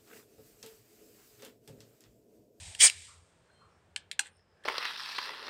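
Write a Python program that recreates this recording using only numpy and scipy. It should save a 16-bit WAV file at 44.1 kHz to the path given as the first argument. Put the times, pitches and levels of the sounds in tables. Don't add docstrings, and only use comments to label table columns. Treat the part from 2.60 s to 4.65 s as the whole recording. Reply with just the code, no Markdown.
import sys
import numpy as np
from scipy import signal
from scipy.fft import rfft, irfft, next_fast_len
from scipy.io import wavfile
from scipy.ndimage import map_coordinates

SR = 44100
rng = np.random.default_rng(int(sys.argv[2]) if len(sys.argv) > 2 else 0)


def master(y):
    cut = np.clip(np.atleast_2d(y).T, -1, 1)
    pcm = np.round(cut * 32767)
    wavfile.write(sys.argv[1], SR, pcm.astype(np.int16))


N = 90404


def amp(db):
    return 10 ** (np.asarray(db) / 20)


def unit(x):
    return x / np.sqrt(np.mean(x ** 2) + 1e-20)


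def along(points, hz):
    point_hz, values = np.transpose(points)
    return np.interp(np.log(hz + 1), np.log(point_hz + 1), values)


def clock():
    return np.arange(N) / SR


def curves(rows):
    seconds, *columns = np.transpose(rows)
    return [np.interp(clock(), seconds, column) for column in columns]


def during(rows):
    return (clock() > rows[0][0]) & (clock() < rows[-1][0])


def bell(x, centre, width):
    return np.exp(-.5 * ((x - centre) / width) ** 2)


def above(hz, edge_hz):
    return 1 - 1 / (1 + (hz / edge_hz) ** 8)


def wobble(rate):
    return map_coordinates(rng.standard_normal(N // 8), [clock() * rate], mode="wrap")


def filtered(x, gain):
    size = next_fast_len(len(x) + 8192)
    spectrum = rfft(x, size) * gain(np.fft.rfftfreq(size, 1 / SR))
    return irfft(spectrum, size)[:len(x)]


def causal(x, colour_db, size=2048):
    cepstrum = irfft(np.log(amp(colour_db(np.fft.rfftfreq(size, 1 / SR)))))
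    cepstrum[1:size // 2] *= 2
    cepstrum[size // 2 + 1:] = 0
    response = irfft(np.exp(rfft(cepstrum)))
    return signal.fftconvolve(x, response)[:len(x)]


def noise(gain):
    return unit(filtered(rng.standard_normal(N), gain))


def rush(colour):
    return noise(lambda hz: amp(along(colour, hz)))


def jet(colour, depth):
    # centre in Hz, width in Hz, height in dB before depth scales it.
    cavity = [(2330, 220, 9.5), (3100, 61, 3.5), (3326, 230, 5), (4480, 220, 5), (6560, 67, 6.5),
              (6957, 100, 5.5), (8240, 120, 3.5), (8360, 220, 4), (8830, 50, 3.5), (9280, 69, 2),
              (2480, 630, -2.5), (4300, 250, -8), (7820, 150, -4)]

    def gain(hz):
        resonances_db = sum(db * bell(hz, centre, width / 2) for centre, width, db in cavity)
        return amp(along(colour, hz) + depth * resonances_db)
    return noise(gain)


def leak():
    # time in seconds, level in dB.
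    leak_level = [(0, -51), (.07, -49), (.12, -51.5), (.18, -56), (.33, -50), (.45, -53), (.53, -60),
                  (.62, -71.5), (.8, -79), (1.2, -84), (1.7, -93.5)]
    # frequency in Hz, relative level in dB.
    leak_colour = [(600, -19.5), (1200, -21.5), (1900, -2.5), (4000, -1.5), (6300, -5.5), (8500, 1.5),
                   (10200, -15), (12000, -24), (15000, -43.5)]
    # time in seconds, level in dB.
    squeeze = [(0, -69), (.07, -66), (.13, -67), (.19, -75), (.25, -100)]
    squeeze_hz, squeeze_width_hz = 806, 150
    level_db, = curves(leak_level)
    squeeze_db, = curves(squeeze)
    hum = noise(lambda hz: bell(hz, squeeze_hz, squeeze_width_hz))
    hollow = during(squeeze) * amp(squeeze_db) * hum
    hiss = amp(level_db + .7 * wobble(160)) * jet(leak_colour, depth=0.3)
    return hiss + hollow


def room(x):
    # frequency in Hz, time in seconds.
    fade_times = [(200, 0.19), (900, 0.23), (1800, 0.34), (4000, .19), (9000, 0.097), (15000, 0.095)]
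    # frequency in Hz, relative level in dB.
    room_colour = [(300, 1.5), (900, 6), (1700, -4), (3500, -2), (6000, 1.5), (8500, 1.5), (14000, -0.5)]
    tail_db, wall_db, wall_s = -12, -14, .012
    hz, t, grid = signal.stft(rng.standard_normal(SR // 3), SR, nperseg=256)
    start_db = along(room_colour, hz)[:, None]
    fade_db = 60 * t / along(fade_times, hz)[:, None]
    tail = signal.istft(grid * amp(start_db - fade_db), SR, nperseg=256)[1]
    early = rng.standard_normal(len(tail)) * bell(np.arange(len(tail)) / SR, wall_s, wall_s / 2)
    answer = amp(tail_db) * tail / np.linalg.norm(tail)
    answer = answer + amp(wall_db) * early / np.linalg.norm(early)
    return signal.fftconvolve(x, answer)[:len(x)]


def background():
    # frequency in Hz, relative level in dB.
    air_colour = [(25, -22.5), (60, -2.5), (170, 2), (280, -7.5), (450, -1), (800, -6.5), (1600, -10),
                  (2500, -16), (5000, -24.5), (8500, -29.5), (11000, -37), (15000, -42)]
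    # time in seconds, level in dB.
    air_level = [(0, -65.5), (.4, -72.5), (.7, -68.5), (1.0, -67), (1.3, -68.5), (1.5, -68.5), (1.85, -72),
                 (2.05, -67)]
    # time in seconds, level in dB.
    rumble_level = [(0, -52.5), (.07, -47.5), (.12, -55.5), (.27, -66.5), (.4, -62), (.48, -64.5),
                    (.63, -64.5), (.69, -85), (.82, -65), (.89, -86), (1.06, -68.5), (1.24, -73),
                    (1.31, -59), (1.37, -74), (2.05, -77)]
    # frequency in Hz, relative level in dB.
    rumble_colour = [(20, -30.5), (45, -20.5), (68, -7.5), (90, 4), (115, -15.5), (170, -21), (300, -39),
                     (900, -71.5)]
    # middle in seconds, half length in seconds, pitch in Hz, width in Hz, level in dB.
    squeak_rows = [(1.15, .03, 5400, 220, -82), (1.79, .04, 5250, 230, -77), (1.94, .08, 5100, 230, -83),
                   (1.72, .04, 8950, 400, -78), (2.01, .035, 1640, 110, -70)]
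    rumble_db, = curves(rumble_level)
    air_db, = curves(air_level)
    squeaks = np.zeros(N)
    for s, half, centre, width, db in squeak_rows:
        squeaks += amp(db) * bell(clock(), s, half) * noise(lambda hz: bell(hz, centre, width))
    air = amp(air_db) * rush(air_colour)
    rumble = amp(rumble_db) * rush(rumble_colour)
    return air + rumble + squeaks + rasps()


def clicks():
    # start in seconds, level in dB, edge in Hz below which it is weakened,
    # frequency in Hz that is lifted or dipped, by how many dB, extra treble in dB, extra sheen in dB.
    click_rows = [(0.1493, -28.5, 1350, 2780, 4, 0.5, 3), (0.2984, -17.5, 1580, 2400, 8.5, 0.5, 4.5),
                  (1.3613, -26, 900, 2000, 6.5, 0.5, -5), (1.3617, -20.5, 1100, 2940, 5.5, 1, -16),
                  (1.5137, -21.5, 1550, 4650, 4.5, -7.5, 8), (1.516, -27.5, 1480, 3520, -3, -3, 7),
                  (1.592, -25, 1206, 3230, 2, 2.5, 5), (1.5931, -10, 893, 1546, 9, 0, 2),
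                  (1.5959, -22, 1520, 6900, 9.5, 0.5, 2.5), (1.767, -66, 7010, 9200, 22, -2, 3),
                  (1.7933, -60, 1400, 1750, 25, -10, -3), (2.0378, -52, 1484, 3300, 10, -1, 9),
                  (2.0410, -48, 1490, 1760, 28, -5, 6)]
    # pitch in Hz, relative level in dB.
    plastic = [(1400, -11.5), (1690, -6.5), (2130, -7), (2520, -9), (2790, -3), (3250, -3), (4000, -7),
               (4600, -8), (5370, -9.5), (5860, -10), (6920, -7), (8080, -8.5), (8580, -7.5), (8880, -8),
               (9640, -15)]
    # frequency in Hz, relative level in dB.
    crack_colour = [(200, -30.5), (750, -19.5), (1120, -18), (1600, -0.5), (3200, 3), (4800, -2),
                    (6300, -7.5), (8600, 4.5), (10300, -13), (12500, -19.5), (15500, -38.5)]
    ring_db, ring_t60_s = -8, .015
    crack_db, crack_t60_s = -8.5, 0.016
    attack_s = 0.00024
    ring_to_room_db, crack_to_room_db = -6, 3
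    low_cut_floor_db, bump_octaves = -15, .18
    treble_hz, sheen_hz = 6200, 10310
    out, t = np.zeros(N + SR), np.arange(SR // 3) / SR
    onset = 1 - np.exp(-t / attack_s)
    for s, db, low_hz, bump_hz, bump_db, treble_db, sheen_db in click_rows:
        def tone(hz):
            low_cut = low_cut_floor_db * (1 - above(hz, low_hz))
            return low_cut + treble_db * above(hz, treble_hz) + sheen_db * above(hz, sheen_hz)

        def bump(hz):
            return bump_db * bell(np.log2((hz + 1) / bump_hz), 0, bump_octaves)

        ring = np.zeros(len(t))
        for hz, level in plastic:
            strength = amp(level + rng.normal(0, 1))
            ring += strength * np.sin(2 * np.pi * (hz * t + rng.random()))
        ring = amp(ring_db - 60 * t / ring_t60_s) * onset * ring
        crack = amp(crack_db - 60 * t / crack_t60_s) * onset * rush(crack_colour)[:len(t)]
        to_room = amp(ring_to_room_db) * ring + amp(crack_to_room_db) * crack
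        hit = causal(ring + crack, bump) + room(to_room)
        out[round(s * SR):][:len(t)] += amp(db) * causal(hit, tone)
    return out[:N]


def burst():
    # time in seconds, level in dB.
    flow = [(.186, -60), (.192, -44), (.199, -32), (.207, -19.5), (.222, -17), (.24, -14.5), (.254, -15),
            (.268, -20), (.279, -25.5), (.29, -39.5), (.31, -51.5), (.34, -56)]
    # frequency in Hz, relative level in dB.
    narrow_colour = [(200, -41.5), (1000, -30), (1450, -21.5), (2000, -5), (2600, -10), (3150, 0.5),
                     (3900, -9), (5000, -4.5), (7500, -7.5), (8400, -4), (9600, -8), (10900, -24.5),
                     (13800, -37.5), (15400, -29)]
    # frequency in Hz, relative level in dB.
    wide_colour = [(150, -51), (450, -26.5), (1350, -23), (1800, -11.5), (2900, -15.5), (4100, -13.5),
                   (5000, -11), (6100, -12.5), (6800, -7.5), (7600, -9), (8300, -3), (9300, -6.5),
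                   (9800, -14.5), (10400, -16.5), (10900, -30), (13800, -38.5), (15400, -32)]
    opens_s, opening_s = .222, .005
    flutter_per_s, flutter_db = 1500, 0.14
    level_db, = curves(flow)
    wide = .5 + .5 * np.tanh((clock() - opens_s) / opening_s)
    gas = np.sqrt(1 - wide) * jet(narrow_colour, depth=.7)
    gas = gas + np.sqrt(wide) * jet(wide_colour, depth=1.05)
    return during(flow) * amp(level_db + flutter_db * wobble(flutter_per_s)) * gas


def whistle():
    # time in seconds, pitch in Hz, level in dB.
    slide = [(.248, 7400, -45), (.257, 6600, -26), (.263, 5900, -32), (.269, 5400, -25), (.279, 3850, -30),
             (.287, 2600, -35), (.294, 2200, -54)]
    wander_hz = 365
    hz, level_db = curves(slide)
    phase = 2 * np.pi * np.cumsum(hz + wander_hz * wobble(2200)) / SR
    tone = np.sqrt(2) * np.sin(phase)
    return during(slide) * amp(level_db + 1.8 * wobble(900)) * tone


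def rasps():
    # start in seconds, centre in Hz, width in Hz, level in dB.
    rasp_rows = [(.478, 1220, 191, -59.5), (.885, 1510, 90, -69.5), (1.004, 1200, 179, -60)]
    rise_s, t60_s = 0.0065, 0.46
    out = np.zeros(N)
    for s, centre, width, db in rasp_rows:
        age = np.maximum(clock() - s, 0)
        shape = amp(db - 60 * age / t60_s) * (1 - np.exp(-age / rise_s))
        out += shape * noise(lambda hz: bell(hz, centre, width))
    return out


def peeps():
    # middle in seconds, half length in seconds, pitch in Hz, level in dB.
    peep_rows = [(.99, .06, 4195, -74), (1.01, .05, 3130, -79), (.95, .018, 8350, -80)]
    wander_hz = 21.9
    out = np.zeros(N)
    for s, half, hz, db in peep_rows:
        swell = amp(db + 2.8 * wobble(61.1)) * bell(clock(), s, half)
        phase = 2 * np.pi * np.cumsum(hz + wander_hz * wobble(190)) / SR
        out += swell * np.sqrt(2) * np.sin(phase)
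    return out


def bottle():
    # pitch in Hz, relative level in dB, time to fall by 60 dB in seconds.
    wall_tones = [(305, -65, .13), (820, -41.5, 0.055), (956, -47, .07)]
    # start in seconds, level in dB added to that of the pitches.
    jolts = [(1.362, -13.5), (1.5935, 4.5)]
    rise_s = .0015
    out = np.zeros(N)
    for s, db in jolts:
        age = np.maximum(clock() - s, 0)
        ring = sum(amp(level - 60 * age / t60) * np.sin(2 * np.pi * hz * age) for hz, level, t60 in wall_tones)
        out += amp(db) * (1 - np.exp(-age / rise_s)) * ring
    return out


def rubs():
    # middle in seconds, half length in seconds, level in dB.
    strokes = [(1.659, 0.0168, -53), (2.015, 0.047, -92)]
    # frequency in Hz, relative level in dB.
    rub_colour = [(600, -24.5), (1300, -20), (1750, -1), (2300, -11), (3500, -6.5), (5800, -23),
                  (8100, -7.5), (10000, -24), (15000, -50)]
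    stroke = sum(amp(db) * bell(clock(), s, half) for s, half, db in strokes)
    grain = unit(rush(rub_colour) * amp(2.5 * wobble(520)))
    return stroke * grain


def scene():
    near = leak() + burst() + whistle() + rubs() + bottle()
    echoed = near + amp(-4.5) * room(near)
    return (echoed + clicks() + peeps() + background())[None]


def record(dry):
    top_hz, edge_hz = 16100, 400
    return filtered(dry[0], lambda hz: np.clip((top_hz - hz) / edge_hz, 0, 1))[None]


dry = scene()
out = record(dry)
master(out)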